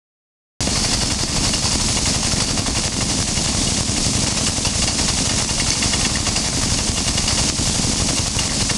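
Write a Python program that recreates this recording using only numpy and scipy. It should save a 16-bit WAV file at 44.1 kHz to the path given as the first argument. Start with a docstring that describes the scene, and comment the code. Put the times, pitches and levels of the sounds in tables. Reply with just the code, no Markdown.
"""Two rock drills in a quarry

Two pneumatic drills hammer out of step, about 11.6 and 9.7 strokes a second; the sound begins abruptly with
both already in full work. Each stroke throws the piston on the drill steel and dumps puffs of spent air; some
blows bite and clank. Every blow sets off a fading rush of air and grit, so the roar surges as the drills drift
in and out of step. The stone walls echo, the pit rumbles, and the tallest cracks of the exhaust duck a limiter."""
import sys
import numpy as np
from scipy import signal
from scipy.fft import rfft, irfft, next_fast_len
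from scipy.io import wavfile

SR = 44100
rng = np.random.default_rng(int(sys.argv[2]) if len(sys.argv) > 2 else 0)


def wrap_up_sound(samples):
    """Save the sound to the file named by the first command line argument, as 16-bit audio."""
    columns = np.atleast_2d(samples).T
    # keep every value between -1 and 1, then stretch to whole-number steps
    tamed = np.clip(columns, -1, 1)
    steps = np.round(tamed * 32767).astype(np.int16)
    wavfile.write(sys.argv[1], SR, steps)


N = 386757
TIME = np.arange(N) / SR
START_S = 0.606


# Stroke counters. Each row: time in seconds, strokes done.
NEAR_STROKE_COUNT = [(0.5195, 0), (0.7765, 3), (1.1213, 7), (1.4706, 11), (1.989, 17), (2.9413, 28),
                     (3.1158, 30), (3.8943, 39), (4.6687, 48), (5.2737, 55), (5.3368, 56), (5.7713, 61),
                     (6.8937, 74), (7.5004, 81), (7.7614, 84), (8.7991, 96)]
FAR_STROKE_COUNT = [(0.5104, 0), (1.2365, 7), (1.3449, 8), (1.9639, 14), (2.0726, 15), (2.2819, 17),
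                    (3.2916, 27), (4.0833, 35), (4.5863, 40), (5.2071, 46), (5.3136, 47), (5.3989, 48),
                    (6.0669, 54), (6.4869, 58), (6.7885, 61), (7.0953, 64), (7.7974, 71), (8.2026, 75),
                    (8.8224, 81)]

def stroke_times(counter):
    """A drill cycles each time its counter passes a whole number."""
    times_s, done = np.transpose(counter)
    return np.interp(np.arange(done[-1] + 1), done, times_s)


# Puffs and wall slaps of one stroke. Each row: delay in seconds, ring in Hz, T60 in seconds,
# thud level in dB, spit level in dB.
NEAR_EXHAUST = [(0, 88, 0.06, -11, -20), (.0018, 300, 0.0045, -14, -17.5), (0.0252, 66, 0.071, -18, -22.5),
                (.0247, 261.7, 0.042, -15.5, -34.5), (.0362, 150, .035, -15.5, -45),
                (0.0372, 214, 0.084, -23.5, -31)]
FAR_EXHAUST = [(0, 194, 0.02, -13, -44), (0, 73.6, 0.049, -16, -46), (0.0343, 160, 0.017, -16.5, -51)]
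# Rushing air. Each row: frequency in Hz, relative density in dB.
AIR_SPECTRUM = [(1500, -28), (2500, -10.5), (3800, -6), (4200, -5.5), (4700, -3), (5800, -1), (6700, -1),
                (7400, -4.5), (8100, -3), (8500, -6.5), (10200, -9), (10900, -20), (11700, -44.5),
                (12400, -53)]

def exhaust(strokes, puffs, uneven_db, lowpass_hz, spit_s):
    """Each port opens with a pressure step that rings down, and spits a little turbulent air."""
    t = TIME[:SR // 5]
    thuds = spits = 0
    for delay_s, hz, t60_s, thud_db, spit_db in puffs:
        train = clicks(strokes + delay_s, rng.normal(0, uneven_db, len(strokes)))
        thuds -= play(train, from_db(thud_db - 60 * t / t60_s) * np.cos(2 * np.pi * hz * t))
        spits += play(train, from_db(spit_db) * np.exp(-t / spit_s))
    turbulence = noise(AIR_SPECTRUM) + from_db(-5) * noise(FRAME_SPECTRUM)
    return lowpass(thuds, lowpass_hz, order=1) + spits * turbulence


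def port_cracks(times_s, peak_db, fall_s, uneven_db):
    """A port snaps open with a needle-sharp pressure spike."""
    train = clicks(times_s, peak_db + uneven_db * rng.standard_normal(len(times_s)))
    needle = lowpass(np.exp(-TIME[:SR // 100] / fall_s), hz=9500, order=8)
    return -play(train, needle / needle.max())


# Each row: start in seconds, peak in dB.
ACCENT_CRACKS = [(1.146, -3), (1.237, -2), (1.494, -5), (1.582, -4), (1.989, -11), (2.513, -5),
                 (2.533, -16), (2.88, -3), (3.227, -4.5), (4.245, -4.5), (4.486, -10), (5.447, -2),
                 (6.172, -7), (6.486, -4), (6.918, -4.5), (7.352, -6), (7.5, 0), (8.651, -16)]

def second_port(times_s, peak_db, fall_s):
    """The near drill's second port cracks on every stroke, now and then far louder."""
    accent_s, accent_db = np.transpose(ACCENT_CRACKS)
    gap_to_accent_s = np.abs(times_s[:, None] - accent_s).min(axis=1)
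    ordinary = port_cracks(times_s[gap_to_accent_s > 0.004], peak_db, fall_s, uneven_db=1.2)
    return ordinary + port_cracks(accent_s, accent_db, fall_s, uneven_db=0)


# How firmly each bit bears on the rock. Each row: time in seconds, near drill in dB, far drill in dB.
BIT_PRESSURE = [(0.6, 5.5, -7), (1.5, 0, -0.5), (2.4, 2, -2.5), (2.8, 1.5, -9), (3.8, -1, -1.5),
                (4.8, -0.5, -2.5), (5.7, 2.5, 3), (6.4, 3, -5), (7.3, -4.5, 4), (8.0, -0.5, -4.5),
                (8.77, 0.5, 1.5)]

def strikes(strokes, column, jitter_s, uneven_db):
    """The piston meets the steel just before the exhaust opens, as hard as the bit bears."""
    lead_s = 0.0208
    timing, strength = rng.standard_normal((len(strokes), 2)).T
    bite_db = curve(BIT_PRESSURE, strokes, column)
    return clicks(strokes - lead_s + jitter_s * timing, bite_db + uneven_db * strength)


# Drill frame. Each row: frequency in Hz, relative density in dB.
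FRAME_SPECTRUM = [(200, -16), (460, -7), (680, -0.5), (880, -1), (1100, -2.5), (1450, -8.5), (2500, -7.5),
                  (5000, -53)]
# Each row: time in seconds, knock gain in dB.
KNOCK_GAIN = [(0.6, 0.5), (1.4, 2.5), (2.5, 1), (3.4, -4), (4.5, -1), (6.5, 1), (7.4, 0), (8.77, 4)]
# Drill steel. Each row: frequency in Hz, width in Hz, relative level in dB.
SHANK_MODES = [(1817, 17.7, -9.5), (1902, 140, -6.5), (2160, 160, -2)]
ROD_MODES = [(2831, 120, 3), (3406, 120, -1)]

def piston(hits, knock_db, clang_db, fall_s):
    """An ordinary blow knocks the frame, sets the rod pinging and clangs the steel."""
    force = play(hits, burst(rise_s=0.0012, fall_s=fall_s, tail_db=-11.5, tail_s=0.026))
    knock = from_db(knock_db + curve(KNOCK_GAIN)) * noise(FRAME_SPECTRUM)
    ping = from_db(clang_db - 6.5) * ringing(ROD_MODES)
    clang = shake(force * from_db(clang_db), SHANK_MODES + ROD_MODES)
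    return force * (knock + ping) + clang


# Each row: start in seconds, then relative levels in dB of frame knock, shank clang, rod ping, bit sizzle.
HARD_BITES = [(1.006, -33, -32, -26, -22), (1.229, -38, -39, -36, -16), (1.533, -32, -40, -24, -17),
              (1.65, -17, -38, -36, -12), (1.968, -24, -31, -24, -26), (2.399, -25, -33, -28, -16),
              (2.483, -41, -40, -31, -18), (3.004, -21, -33, -34, -25), (2.768, -22, -28, -28, -27),
              (3.373, -25, -24, -26, -17), (3.672, -39, -41, -24, -26), (3.768, -32, -30, -30, -24),
              (4.367, -19.5, -40, -40, -22), (4.646, -18, -41, -21, -14), (4.671, -26, -38, -21, -27),
              (4.818, -24, -31, -24, -16), (4.874, -16, -23, -20, -8.5), (5.292, -17, -30, -22, -13),
              (5.598, -35, -19, -22, -15), (5.714, -41, -17.5, -19, -11), (5.824, -31, -19, -19, -18),
              (5.933, -22, -22, -21, -19), (6.048, -23.5, -21, -20, -18), (6.154, -34, -20.5, -28, -21),
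              (6.264, -20, -26, -24, -14), (6.36, -15, -30, -18, -8), (6.785, -19, -41, -23, -17),
              (6.977, -41, -31, -22, -22), (7.074, -23, -28, -34, -16), (7.177, -24, -22, -24, -15),
              (7.279, -24, -32, -39, -12), (7.486, -33, -29, -41, -17), (7.911, -32, -42, -34, -29),
              (8.082, -29, -36, -29, -24), (8.49, -27, -23.5, -33, -22), (8.696, -19, -22, -24, -20)]
# Bit and chuck. Each row: frequency in Hz, width in Hz, relative level in dB.
BIT_MODES = [(4400, 52.8, 5.5), (4530, 41, 0), (4640, 19.7, 9.5), (4760, 63, 5), (4990, 38, 8.5),
             (5320, 78, 5.5), (5130, 180, -23), (6500, 67, -24), (8130, 110, -29)]

def clanks():
    """A hard bite knocks the frame, rings the shank and the long rod, and crushes stone under the bit."""
    start_s, knock_db, clang_db, ping_db, sizzle_db = np.transpose(HARD_BITES)
    knock = burst(rise_s=0.0037, fall_s=0.0028, tail_db=-13.5, tail_s=0.037)
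    clang = burst(rise_s=0.0023, fall_s=0.0049, tail_db=-21, tail_s=0.0099)
    ping = burst(rise_s=0.0022, fall_s=0.004, tail_db=0, tail_s=0.012)
    sizzle = burst(rise_s=0.0024, fall_s=0.025, tail_db=-18, tail_s=0.055)
    shank = play(clicks(start_s, clang_db + 0.29), clang) * ringing(SHANK_MODES)
    rod = play(clicks(start_s, ping_db), ping) * ringing(ROD_MODES)
    frame = play(clicks(start_s + 0.0021, knock_db - 4.5), knock) * noise(FRAME_SPECTRUM)
    crushing = ringing(BIT_MODES) + from_db(0.5) * noise(AIR_SPECTRUM)
    bit = play(clicks(start_s, sizzle_db - 9), sizzle) * crushing
    return frame + shank + rod + bit


def metal_tick(start_s, peak_db, ring_s):
    """A single sharp contact rings a few short modes."""
    t = TIME[:SR // 20]
    ring = sum(np.sin(2 * np.pi * hz * t) for hz in (4540, 5350, 6140, 6200)) * np.exp(-t / ring_s)
    return play(clicks(np.array([start_s]), peak_db), ring / np.abs(ring).max())


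def spray_power(hits, level_db, rise_s, fall_s):
    """Power of the fading rush of air and grit that each blow sets off."""
    envelope = from_db(level_db) * burst(rise_s, fall_s, tail_db=-11, tail_s=0.099)
    return play(hits ** 2, envelope ** 2).clip(0)


# Steady flushing air. Each row: time in seconds, relative level in dB.
FLUSH_LEVEL = [(0.6, -23), (1.3, -26.5), (1.9, -22.5), (2.4, -25), (2.6, -28), (3.3, -23.5), (3.6, -23.5),
               (4.5, -22), (5.6, -22), (6.5, -24), (7.3, -22.5), (8.77, -22.5)]
# Singing of the bits. Each row: time in seconds, level in dB relative to the spray.
SINGING_LEVEL = [(0.6, -2), (1.5, -1.5), (2.3, -5), (4.0, -6.5), (5.0, -6.5), (6.4, -5.5), (7.3, -5),
                 (8.77, -5)]

def roar(near_power, far_power):
    """Air and grit surge with the blows of both drills, while the rigs rattle and the bits sing."""
    flush_db = curve(FLUSH_LEVEL)
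    gusts = flutter(rate_hz=47)
    surge = np.sqrt(near_power + far_power)
    air = np.hypot(surge, from_db(flush_db - 1)) * from_db(0.78 * gusts + 0.55 * flutter(rate_hz=520))
    singing = surge * from_db(curve(SINGING_LEVEL) + 2.3 * gusts + 0.92 * flutter(rate_hz=19))
    rattle = np.sqrt(near_power + from_db(4) * far_power + from_db(flush_db - 14.5) ** 2)
    rattle *= from_db(-4.5 + 1.2 * gusts + 0.74 * flutter(rate_hz=180))
    steel = from_db(-14) * shake(rattle, SHANK_MODES) + from_db(-14.5) * shake(rattle, ROD_MODES)
    hiss = air * noise(AIR_SPECTRUM)
    bits = shake(singing, BIT_MODES)
    frames = from_db(-3.5) * rattle * noise(FRAME_SPECTRUM)
    return hiss + bits + frames + steel


def wall_echoes(x, t60_s, lowpass_hz, count=60):
    """The rock faces throw back scattered, dull echoes."""
    delays_s = rng.uniform(0.012, 0.3, count)
    echoes = np.zeros(SR // 2)
    echoes[(delays_s * SR).astype(int)] = from_db(-60 * delays_s / t60_s) * rng.choice([-1, 1], count)
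    return lowpass(play(x, echoes / np.linalg.norm(echoes)), lowpass_hz)


# Rock basin. Each row: frequency in Hz, relative density in dB.
RUMBLE_SPECTRUM = [(12, -18), (30, 4.5), (65, -2.5), (95, -22), (120, -2), (150, -4), (200, -24),
                   (400, -38.5)]
BOOM_SPECTRUM = [(120, -24), (185, 1), (215, -8.5), (265, -3), (310, -2), (370, -41), (480, -11.5),
                 (700, -14), (1200, -53)]
# Each row: time in seconds, rumble gain in dB.
RUMBLE_GAIN = [(0.6, -2.5), (1.7, -1), (2.6, -4.5), (4.2, -3.5), (4.8, -3), (6.1, -1.5), (6.7, 0),
               (7.6, -1), (8.77, -0.5)]

def pit(rumble_db, boom_db, thump_s, thump_db):
    """The rock basin rumbles and booms under the hammering, once with a heavy thump."""
    thump_shape = burst(rise_s=0.004, fall_s=0.007, tail_db=-27, tail_s=0.028)
    thump = play(clicks(np.array([thump_s]), thump_db), thump_shape)
    rumble = from_db(rumble_db + curve(RUMBLE_GAIN) + 2.14 * flutter(rate_hz=12)) * noise(RUMBLE_SPECTRUM)
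    boom = (from_db(boom_db + 3.5 * flutter(rate_hz=30)) + thump) * noise(BOOM_SPECTRUM)
    return rumble + boom


def shake(force, modes):
    """A rough contact drives parallel resonances; the output rms follows the force."""
    contact = force * rng.standard_normal(N) + 1e-18
    out = power = 0
    for hz, width_hz, level_db in modes:
        radius, gain = np.exp(-np.pi * width_hz / SR), from_db(level_db)
        scale = (1 - radius ** 2) / 2
        poles = [1, -2 * radius * np.cos(2 * np.pi * hz / SR), radius ** 2]
        out += gain * signal.lfilter([scale, 0, -scale], poles, contact)
        power += gain ** 2 * scale
    return out / np.sqrt(power)


def ringing(modes):
    """Tones of loaded steel, each wavering at random in pitch; rms 1."""
    out = 0
    for hz, width_hz, level_db in modes:
        pitch_hz = hz + width_hz / 2 * flutter(rate_hz=40)
        out += from_db(level_db) * np.sin(2 * np.pi * np.cumsum(pitch_hz) / SR)
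    return rms_one(out)


def noise(spectrum):
    """Noise of a given colour; rms 1."""
    size = next_fast_len(N)
    hz, level_db = np.transpose(spectrum)
    bins_hz = np.arange(size // 2 + 1) * SR / size
    gain = from_db(np.interp(np.log(bins_hz + 1), np.log(hz), level_db))
    return rms_one(irfft(rfft(rng.standard_normal(size)) * gain, size)[:N])


def flutter(rate_hz):
    """Random wander below the given rate; rms 1."""
    return rms_one(lowpass(rng.standard_normal(N + SR), rate_hz)[SR:])


def burst(rise_s, fall_s, tail_db, tail_s):
    """Envelope of a blow: a quick swell and fall, then a longer tail; peak 1."""
    t = TIME[:SR // 4]
    rise = 1 - np.exp(-(t / rise_s) ** 2)
    shape = rise * (np.exp(-t / fall_s) + from_db(tail_db) * np.exp(-t / tail_s))
    return shape / shape.max()


def clicks(times_s, level_db):
    """One impulse at each time."""
    train = np.zeros(N)
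    samples = np.clip((times_s * SR).astype(int), 0, N - 1)
    np.add.at(train, samples, from_db(level_db) * (times_s < N / SR))
    return train


def play(train, shape):
    """Every impulse sets off the same shape."""
    return signal.oaconvolve(train, shape)[:N]


def curve(rows, times_s=TIME, column=1):
    """One column of a table, interpolated over time."""
    columns = np.transpose(rows)
    return np.interp(times_s, columns[0], columns[column])


def lowpass(x, hz, order=2):
    return signal.sosfilt(signal.butter(order, hz, fs=SR, output="sos"), x)


def from_db(db):
    return 10 ** (np.asarray(db) / 20)


def rms_one(x):
    return x / np.sqrt(np.mean(x ** 2) + 1e-20)


def limiter(x, threshold_db=-7, max_duck_db=6, attack_s=0.0004, recovery_db_per_s=43):
    """Every tall pressure spike ducks the whole roar, which then swells back."""
    over_db = np.clip(20 * np.log10(np.abs(x) + 1e-9) - threshold_db, 0, max_duck_db)
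    recovery_db = recovery_db_per_s * TIME
    duck_db = np.maximum.accumulate(over_db + recovery_db, axis=-1) - recovery_db
    pole = np.exp(-1 / (attack_s * SR))
    return x * from_db(-signal.lfilter([1 - pole], [1, -pole], duck_db))


def scene():
    """Both drills, their echoes and the low rumble of the pit."""
    near, far = stroke_times(NEAR_STROKE_COUNT), stroke_times(FAR_STROKE_COUNT)
    thuds = exhaust(near, NEAR_EXHAUST, uneven_db=2.2, lowpass_hz=416, spit_s=0.00059)
    thuds += exhaust(far, FAR_EXHAUST, uneven_db=1.7, lowpass_hz=390, spit_s=0.00063)
    cracks = port_cracks(near + 0.0003, peak_db=-13, fall_s=0.000067, uneven_db=1.9)
    cracks += second_port(near + 0.0251, peak_db=-10.5, fall_s=0.00005)
    near_hits = strikes(near, column=1, jitter_s=0.00063, uneven_db=0)
    far_hits = strikes(far, column=2, jitter_s=0.0012, uneven_db=3.45)
    blows = piston(near_hits, knock_db=-27.5, clang_db=-30, fall_s=0.0015)
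    blows += piston(far_hits, knock_db=-44.5, clang_db=-27, fall_s=0.0057)
    blows += clanks() + metal_tick(start_s=5.7045, peak_db=3.5, ring_s=0.0045)
    near_power = spray_power(near_hits, level_db=-28.5, rise_s=0.0033, fall_s=0.15)
    far_power = spray_power(far_hits, level_db=-26.5, rise_s=0.0062, fall_s=0.064)
    rush = roar(near_power, far_power)
    echoes = from_db(-7) * wall_echoes(thuds, t60_s=0.26, lowpass_hz=1420)
    echoes += from_db(-8.5) * wall_echoes(blows, t60_s=0.38, lowpass_hz=5040)
    rumble = pit(rumble_db=-28, boom_db=-35, thump_s=0.67, thump_db=-12)
    return (thuds + cracks + blows + rush + echoes + rumble)[None] * (TIME >= START_S)


def record(dry):
    """The deepest bass is thinned, a limiter ducks under the spikes, peaks are rounded, the top is cut."""
    highpass_hz, cutoff_hz, ceiling = 14, 12100, 1.05
    thinned = signal.sosfilt(signal.butter(1, highpass_hz, "high", fs=SR, output="sos"), dry)
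    rounded = ceiling * np.tanh(limiter(from_db(1.3) * thinned) / ceiling)
    return signal.sosfilt(signal.ellip(10, 0.1, 90, cutoff_hz, fs=SR, output="sos"), rounded)


dry = scene()
out = record(dry)
wrap_up_sound(out)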